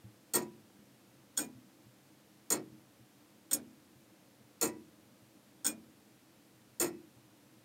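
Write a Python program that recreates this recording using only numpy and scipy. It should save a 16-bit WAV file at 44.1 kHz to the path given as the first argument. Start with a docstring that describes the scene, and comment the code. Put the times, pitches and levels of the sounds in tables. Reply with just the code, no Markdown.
"""Bright, rattling ticks, each with a wooden boom after it: a tall pendulum clock in a quiet room.
It is heard from close by, through its door. Each beat is a cluster of contacts in the escapement that sets
brass movement, wooden case and a thin rod ringing as decaying sines, with gritty noise for the dense modes.
Left and right swings strike different pallets. Faint thuds, a low rumble and microphone hiss lie below."""
import sys
import numpy as np
from scipy import signal
from scipy.fft import rfft, irfft, next_fast_len
from scipy.io import wavfile

SR = 44100
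rng = np.random.default_rng(int(sys.argv[2]) if len(sys.argv) > 2 else 0)


def voltage_ratio(level):
    """Linear amplitude factor for a level in decibels (scalar or array-like)."""
    return 10 ** (np.asarray(level, float) / 20)


def materialize(psi):
    """Save the field psi as 16-bit PCM at rate SR to the path in sys.argv[1].

    A 1-D psi becomes a single channel; in a 2-D psi each row is a channel.
    """
    bounded = np.clip(np.atleast_2d(psi).T, -1, 1)
    quanta = np.round(bounded * 32767).astype(np.int16)
    wavfile.write(sys.argv[1], SR, quanta)


N = 336924   # samples

# upper limits: large boards, small panels, brass plates
PANEL_HZ, BRASS_HZ, PLATE_HZ = 760, 2800, 5500

# beats: landing_s, landing_db, rebound_s (time after landing), rebound_db, loss_db (per later bounce)
BEATS = [(0.336, -19, 0.014, -18.5, 10.5), (1.3737, -19, 0.013, -19, 7.5), (2.5023, -17, 0.016, -17.5, 13),
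         (3.5106, -23.5, 0.02, -12, 30), (4.6119, -18.5, .0126, -17.5, 6.5), (5.6454, -22, 0.019, -14, 13),
         (6.7981, -18, .012, -19, 8)]
# shock into the case at each of the five contacts, clack of the small panels and push into the large boards:
# clack_left_db, clack_right_db, push_left_db, push_right_db
SHOCKS = [(-30.5, -36, -30.5, -41.5), (-32, -39, -29, -39), (-42.5, -51.5, -33.5, -37.5),
          (-47.5, -51.5, -44.5, -46), (-57.5, -77, -47, -44)]
# plucks of the thin rod: start_s, level_db
PLUCKS = [(0.336, -54), (0.377, -51), (1.4011, -49.5), (1.4283, -56.5), (2.5023, -47), (2.5442, -55),
          (3.532, -52), (4.6114, -46), (4.6555, -52), (5.6688, -48), (5.6898, -49), (6.8444, -43),
          (6.8693, -59)]
# stray light touches: start_s, blow_db
TOUCHES = [(0.4194, -45), (1.3684, -35), (1.4445, -53), (5.6515, -26), (6.8693, -40.5)]
TOUCH_CLACK_DB = -12   # clack of a touch, relative to its blow


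def clock():
    """Beat by beat the contacts strike brass, wood and rod; the swing alternates left and right."""
    out = np.zeros(N + SR)
    size = int(.7 * SR)   # length of one beat's stretch
    for beat, row in enumerate(BEATS):
        side = beat % 2   # 0 left, 1 right
        times_s, blows_db = contacts(*row)
        start = round(times_s[0] * SR) - 400   # room for touches just before the landing
        clacks_db, pushes_db = np.array(SHOCKS)[:, side::2].T
        blows = impulses(np.c_[times_s, blows_db], start, size)
        clacks = impulses(np.c_[times_s, clacks_db], start, size)
        pushes = impulses(np.c_[times_s, pushes_db], start, size)
        touches = impulses(TOUCHES, start, size)
        plucks = impulses(PLUCKS, start, size)
        blows = blows + touches
        clacks = clacks + voltage_ratio(TOUCH_CLACK_DB) * touches

        brass = movement(blows, clacks, side, plate_db=17, chatter_db=-3, chatter_t60=0.069,
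                         chatter_per_s=800., scatter_db=3.0, contact_s=0.0012)
        boards = case(clacks, pushes, side, lags_s=(.005, .0015), contact_hz=3480.0,
                      knock_db=-2.5, knock_t60=0.094, knocks_per_s=200.)
        dense = wash(blows, clacks, pushes, side, levels_db=(4.0, 1, 9.0, -6.5),
                     rises_hz=(41.0, 60., 400., 300.), grit=0.84)
        out[start:start + size] += voltage_ratio(-16.5) * brass + voltage_ratio(-8.5) * boards + dense + rod(plucks, side)
    return out[:N]


BOUNCE_S, BOUNCE_STRETCH = .0135, 1.2   # first gap after the rebound, growth of each next gap


def contacts(landing_s, landing_db, rebound_s, rebound_db, loss_db):
    """Times and blows of one beat: landing, rebound, then three bounces, each later and weaker."""
    later = np.arange(3)
    gaps_s = np.r_[0, rebound_s, BOUNCE_S * BOUNCE_STRETCH ** later]
    blows_db = np.r_[landing_db, rebound_db, rebound_db - loss_db * (later + 1)]
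    return landing_s + np.cumsum(gaps_s), blows_db


# ringing modes of the brass movement, levels relative: pitch_hz, left_swing_db, right_swing_db, t60_s
MOVEMENT = [(3370, -19.5, -11, 0.054), (3586, -53, -11, 0.027), (4130, -23, -21.5, 0.081),
            (4295, -18.5, -29, 0.078), (4450, -16.5, -15.5, 0.053), (5370, -15, -7.5, 0.069),
            (6220, -10.5, -17, 0.057), (6852, 5, 4.5, 0.033), (7340, -4.5, -8.5, 0.061),
            (7450, -10, -22, 0.041), (8120, -8, -10, 0.071), (8272.0, -2, 0.5, 0.05),
            (8430, -2, -5.5, 0.057), (8650, -2.5, -3.5, 0.061), (8620, -8, -19, 0.044),
            (9190, -7, -9.5, 0.042), (9680, -11.5, -27.5, 0.038), (10623.0, -18, -16, 0.05),
            (11060, -9.5, -10.5, 0.084), (10860, -12, -20, 0.017), (11400, -17, -14, 0.056),
            (11760, -11.5, -20, 0.059), (12200, -18, -12.5, 0.05), (12800, -8, -26, 0.056),
            (13510, -5.5, -10, 0.059), (14026.0, -18.5, -19, 0.05), (14200, -12, -10, 0.05),
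            (14948.0, -6, -27, 0.05), (15553.0, -13, -9, 0.05)]


def movement(blows, clacks, side, plate_db, chatter_db, chatter_t60, chatter_per_s, scatter_db, contact_s):
    """Blows build up over the contact time, loose chatter follows; each mode is caught with its own strength.
    The low modes belong to the plates, which shake with the clack of the case."""
    strikes = np.array([voltage_ratio(plate_db) * clacks, blows])
    marks = rng.random(len(blows)) < chatter_per_s / SR
    chatter = voltage_ratio(chatter_db) * dying(strikes, chatter_t60) * marks
    contact = np.hanning(round(np.clip(contact_s, .0002, .004) * SR) + 2)
    out = 0
    for mode in MOVEMENT:
        hz, level_db, t60 = mode[0], mode[1 + side], mode[3]
        part = int(hz > PLATE_HZ)
        caught = strikes[part] * voltage_ratio(scatter_db * rng.standard_normal(len(blows)))
        # the contact pulse carries the mode's own pitch at a random phase
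        swing = np.cos(2 * np.pi * (hz * np.arange(len(contact)) / SR + rng.random()))
        hit = signal.lfilter(2 * contact * swing / contact.sum(), [1], caught)
        force = hit + chatter[part] * rng.standard_normal(len(blows))
        out = out + voltage_ratio(level_db) * ring(force, hz, t60)
    return out


# ringing modes of the wooden case, levels relative: pitch_hz, left_swing_db, right_swing_db, t60_s
CASE = [(87.5, -27.5, -22.5, 0.83), (137.1, -22.5, -20.5, 0.73), (220.8, -8.5, -6, 0.58),
        (256, -15, -1.5, 0.64), (292.2, -7.5, 2, 0.31), (314.5, -4.5, -6, 0.57), (346.4, 1, -9, 0.45),
        (364.6, -3.5, -25, 0.3), (460.7, 2, -5.5, 0.25), (543.7, -6.5, -3.5, 0.21), (712, -9.5, -19, 0.22),
        (818, -22.5, -13.5, 0.23), (925, -16, -36, 0.2), (977.0, -13, -17.5, 0.32), (1119, -15, -35, 0.21),
        (1366, -3, -6, 0.1), (1530, -16, -2.5, 0.1), (1865, -7.5, -13, 0.17), (1970, -11.5, -17.5, 0.27),
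        (2255, -31, -18, 0.3), (2260, -13, -27, 0.25), (2589.0, -5, -15, 0.13)]


def case(clacks, pushes, side, lags_s, contact_hz, knock_db, knock_t60, knocks_per_s):
    """The shock reaches the wood late and rounded off.
    Clacks and their loose after-knocks ring the small panels, pushes the large boards."""
    marks = rng.random(len(clacks)) < knocks_per_s / SR
    knocks = voltage_ratio(knock_db) * dying(clacks, knock_t60) * marks * rng.standard_normal(len(clacks))
    late = np.roll([pushes, clacks + knocks], round(lags_s[side] * SR), axis=1)
    forces = soften(late, contact_hz)
    out = 0
    for k, mode in enumerate(CASE):
        hz, level_db, t60 = mode[0], mode[1 + side], mode[3]
        sign = (-1) ** k   # neighbouring modes start in opposite directions
        out = out + sign * voltage_ratio(level_db) * ring(forces[int(hz > PANEL_HZ)], hz, t60)
    return out


# relative level of the many dense modes between those, left and right swings: pitch_hz, level_db (per Hz)
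WASH_LEFT = [(59, -53), (100, -21), (335, -6.5), (648, -9), (1390, -6.5), (1610, -19.5), (1950, -8),
             (2990, -25), (8460, -14), (10200, -16.5), (16000, -25)]
WASH_RIGHT = [(59, -52), (100, -25), (295, -10.5), (1080, -13), (1520, -12), (4870, -25), (6700, -20),
              (8640, -24), (10000, -45.5), (10700, -26), (16000, -21)]
# how long they ring: pitch_hz, t60_s
WASH_T60 = [(150, 0.67), (500, 0.22), (2000, 0.18), (5000, 0.14), (14000, 0.062)]


def wash(blows, clacks, pushes, side, levels_db, rises_hz, grit):
    """Dense modes heard as gritty noise dying band by band.
    Boards, panels, plates and the brass above them each have a level and a speed of swelling."""
    edges_hz = 110 * 2 ** np.arange(0, 7.4, .4)
    white = rng.standard_normal((2, len(blows)))
    white = white * np.exp(grit * rng.standard_normal((2, len(blows))))
    table = [WASH_LEFT, WASH_RIGHT][side]
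    out = 0
    for k, (low, high) in enumerate(zip(edges_hz, edges_hz[1:])):
        hz = np.sqrt(low * high)
        part = int(hz > PANEL_HZ) + int(hz > BRASS_HZ) + int(hz > PLATE_HZ)
        shock = [pushes, clacks, clacks, blows][part]
        level = dying(soften(shock, rises_hz[part]), at_hz(WASH_T60, hz))
        band_pass = signal.butter(2, [low, high], "band", fs=SR, output="sos")
        band = signal.sosfilt(band_pass, white[k % 2])
        out = out + voltage_ratio(levels_db[part] + at_hz(table, hz)) * level * band
    return out


# ringing modes of the thin rod, levels relative to the pluck: pitch_hz, left_swing_db, right_swing_db, t60_s
ROD = [(2428, -7, 0, 0.17), (2585, -7.5, -29, 0.31), (5280, -7.5, -28, 0.22)]


def rod(plucks, side):
    """A thin steel part rings on cleanly after some contacts."""
    return sum(voltage_ratio(mode[1 + side]) * ring(plucks, mode[0], mode[3]) for mode in ROD)


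# faint dull thuds: start_s, level_db (of the click before softening), pitch_hz
THUDS = [(0.04, -45, 114), (0.789, -50, 212), (1.548, -52, 121), (1.857, -53.5, 125), (2.717, -51, 130.5),
         (3.001, -53.5, 123), (3.956, -58, 132.5), (4.439, -61, 125), (5.22, -55, 129),
         (7.163, -53.5, 126.7)]


def thuds():
    """Soft low knocks: a softened click rings at its pitch, and more weakly above it."""
    out = np.zeros(N + SR)
    size = SR // 2
    for start_s, level_db, hz in THUDS:
        click = np.zeros(size)
        click[0] = voltage_ratio(level_db)
        force = soften(click, 260.0)
        at = round(start_s * SR)
        out[at:at + size] += ring(force, hz, 0.29) + voltage_ratio(-4) * ring(force, 1.7 * hz, 0.24)
    return out[:N]


# room rumble and hiss, shape only: pitch_hz, level_db (per Hz)
FLOOR = [(15, -69), (25, -48), (114, -4.5), (137, -3.5), (161, -14.5), (195, -2), (270, -5.5), (335, -3),
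         (363, -12.5), (531, -8), (641, -12.5), (734, -13.5), (1040, -16.5), (14000, -26.5), (16000, -33)]
FLOOR_DB = -63   # rms level of the whole floor
# resonances of room and microphone port: pitch_hz, width_hz, lift_db
ROOM_MODES = [(125, 48, 2.7), (190, 34, 3.3), (302, 64, 5.2), (14100, 890, 2)]


def floor():
    """Steady noise shaped in frequency and lifted at the resonances of room and microphone port."""
    size = next_fast_len(N)
    hz = np.arange(1, size // 2 + 2) * SR / size
    lift_db = sum(db / (1 + (2 * (hz - centre) / width) ** 2) for centre, width, db in ROOM_MODES)
    spectrum = rfft(rng.standard_normal(size)) * voltage_ratio(at_hz(FLOOR, hz) + lift_db)
    noise = irfft(spectrum, size)[:N]
    return voltage_ratio(FLOOR_DB) * noise / noise.std()


def impulses(rows, start, size):
    """The rows (start_s, level_db, ..) that fall inside a stretch, as single clicks."""
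    rows = np.array(rows)
    at = np.round(rows[:, 0] * SR).astype(int) - start
    inside = (at >= 0) & (at < size)
    out = np.zeros(size)
    out[at[inside]] = voltage_ratio(rows[inside, 1])
    return out


def ring(force, hz, t60):
    """A two-pole resonator: a unit click sets a sine ringing from height 1, falling 60 dB in t60."""
    r = voltage_ratio(-60 / (np.clip(t60, .002, 3) * SR))
    w = 2 * np.pi * hz / SR
    return signal.lfilter([0, np.sin(w)], [1, -2 * r * np.cos(w), r * r], force + 1e-18)


def dying(x, t60):
    """Every impulse leaves a level that falls 60 dB in t60."""
    return signal.lfilter([1], [1, -voltage_ratio(-60 / (np.clip(t60, .002, 3) * SR))], x + 1e-18)


def soften(x, hz):
    """A double one-pole low-pass of gain 1 at the bottom."""
    r = np.exp(-2 * np.pi * hz / SR)
    return signal.lfilter([(1 - r) ** 2], [1, -2 * r, r * r], x)


def at_hz(points, hz):
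    """Reads a table on a log-frequency axis."""
    points = np.array(points)
    return np.interp(np.log(hz), np.log(points[:, 0]), points[:, 1])


def scene():
    """Clock and thuds carry no deep bass; the floor lies under them."""
    high_pass = signal.butter(4, 72., "high", fs=SR, output="sos")
    knocks = signal.sosfilt(high_pass, clock() + thuds())
    return (knocks + floor())[None]


def top_cut(x):
    """Nothing passes above the cut-off."""
    return signal.sosfilt(signal.butter(12, 16680, fs=SR, output="sos"), x)


def record(dry):
    """A steep low-pass cuts the top of the mono microphone signal."""
    low_pass = signal.cheby2(16, 45, 16300, fs=SR, output="sos")   # 45 dB down from 16300 Hz
    mix = signal.sosfilt(low_pass, dry)
    return top_cut(mix)


dry = scene()
out = record(dry)
materialize(out)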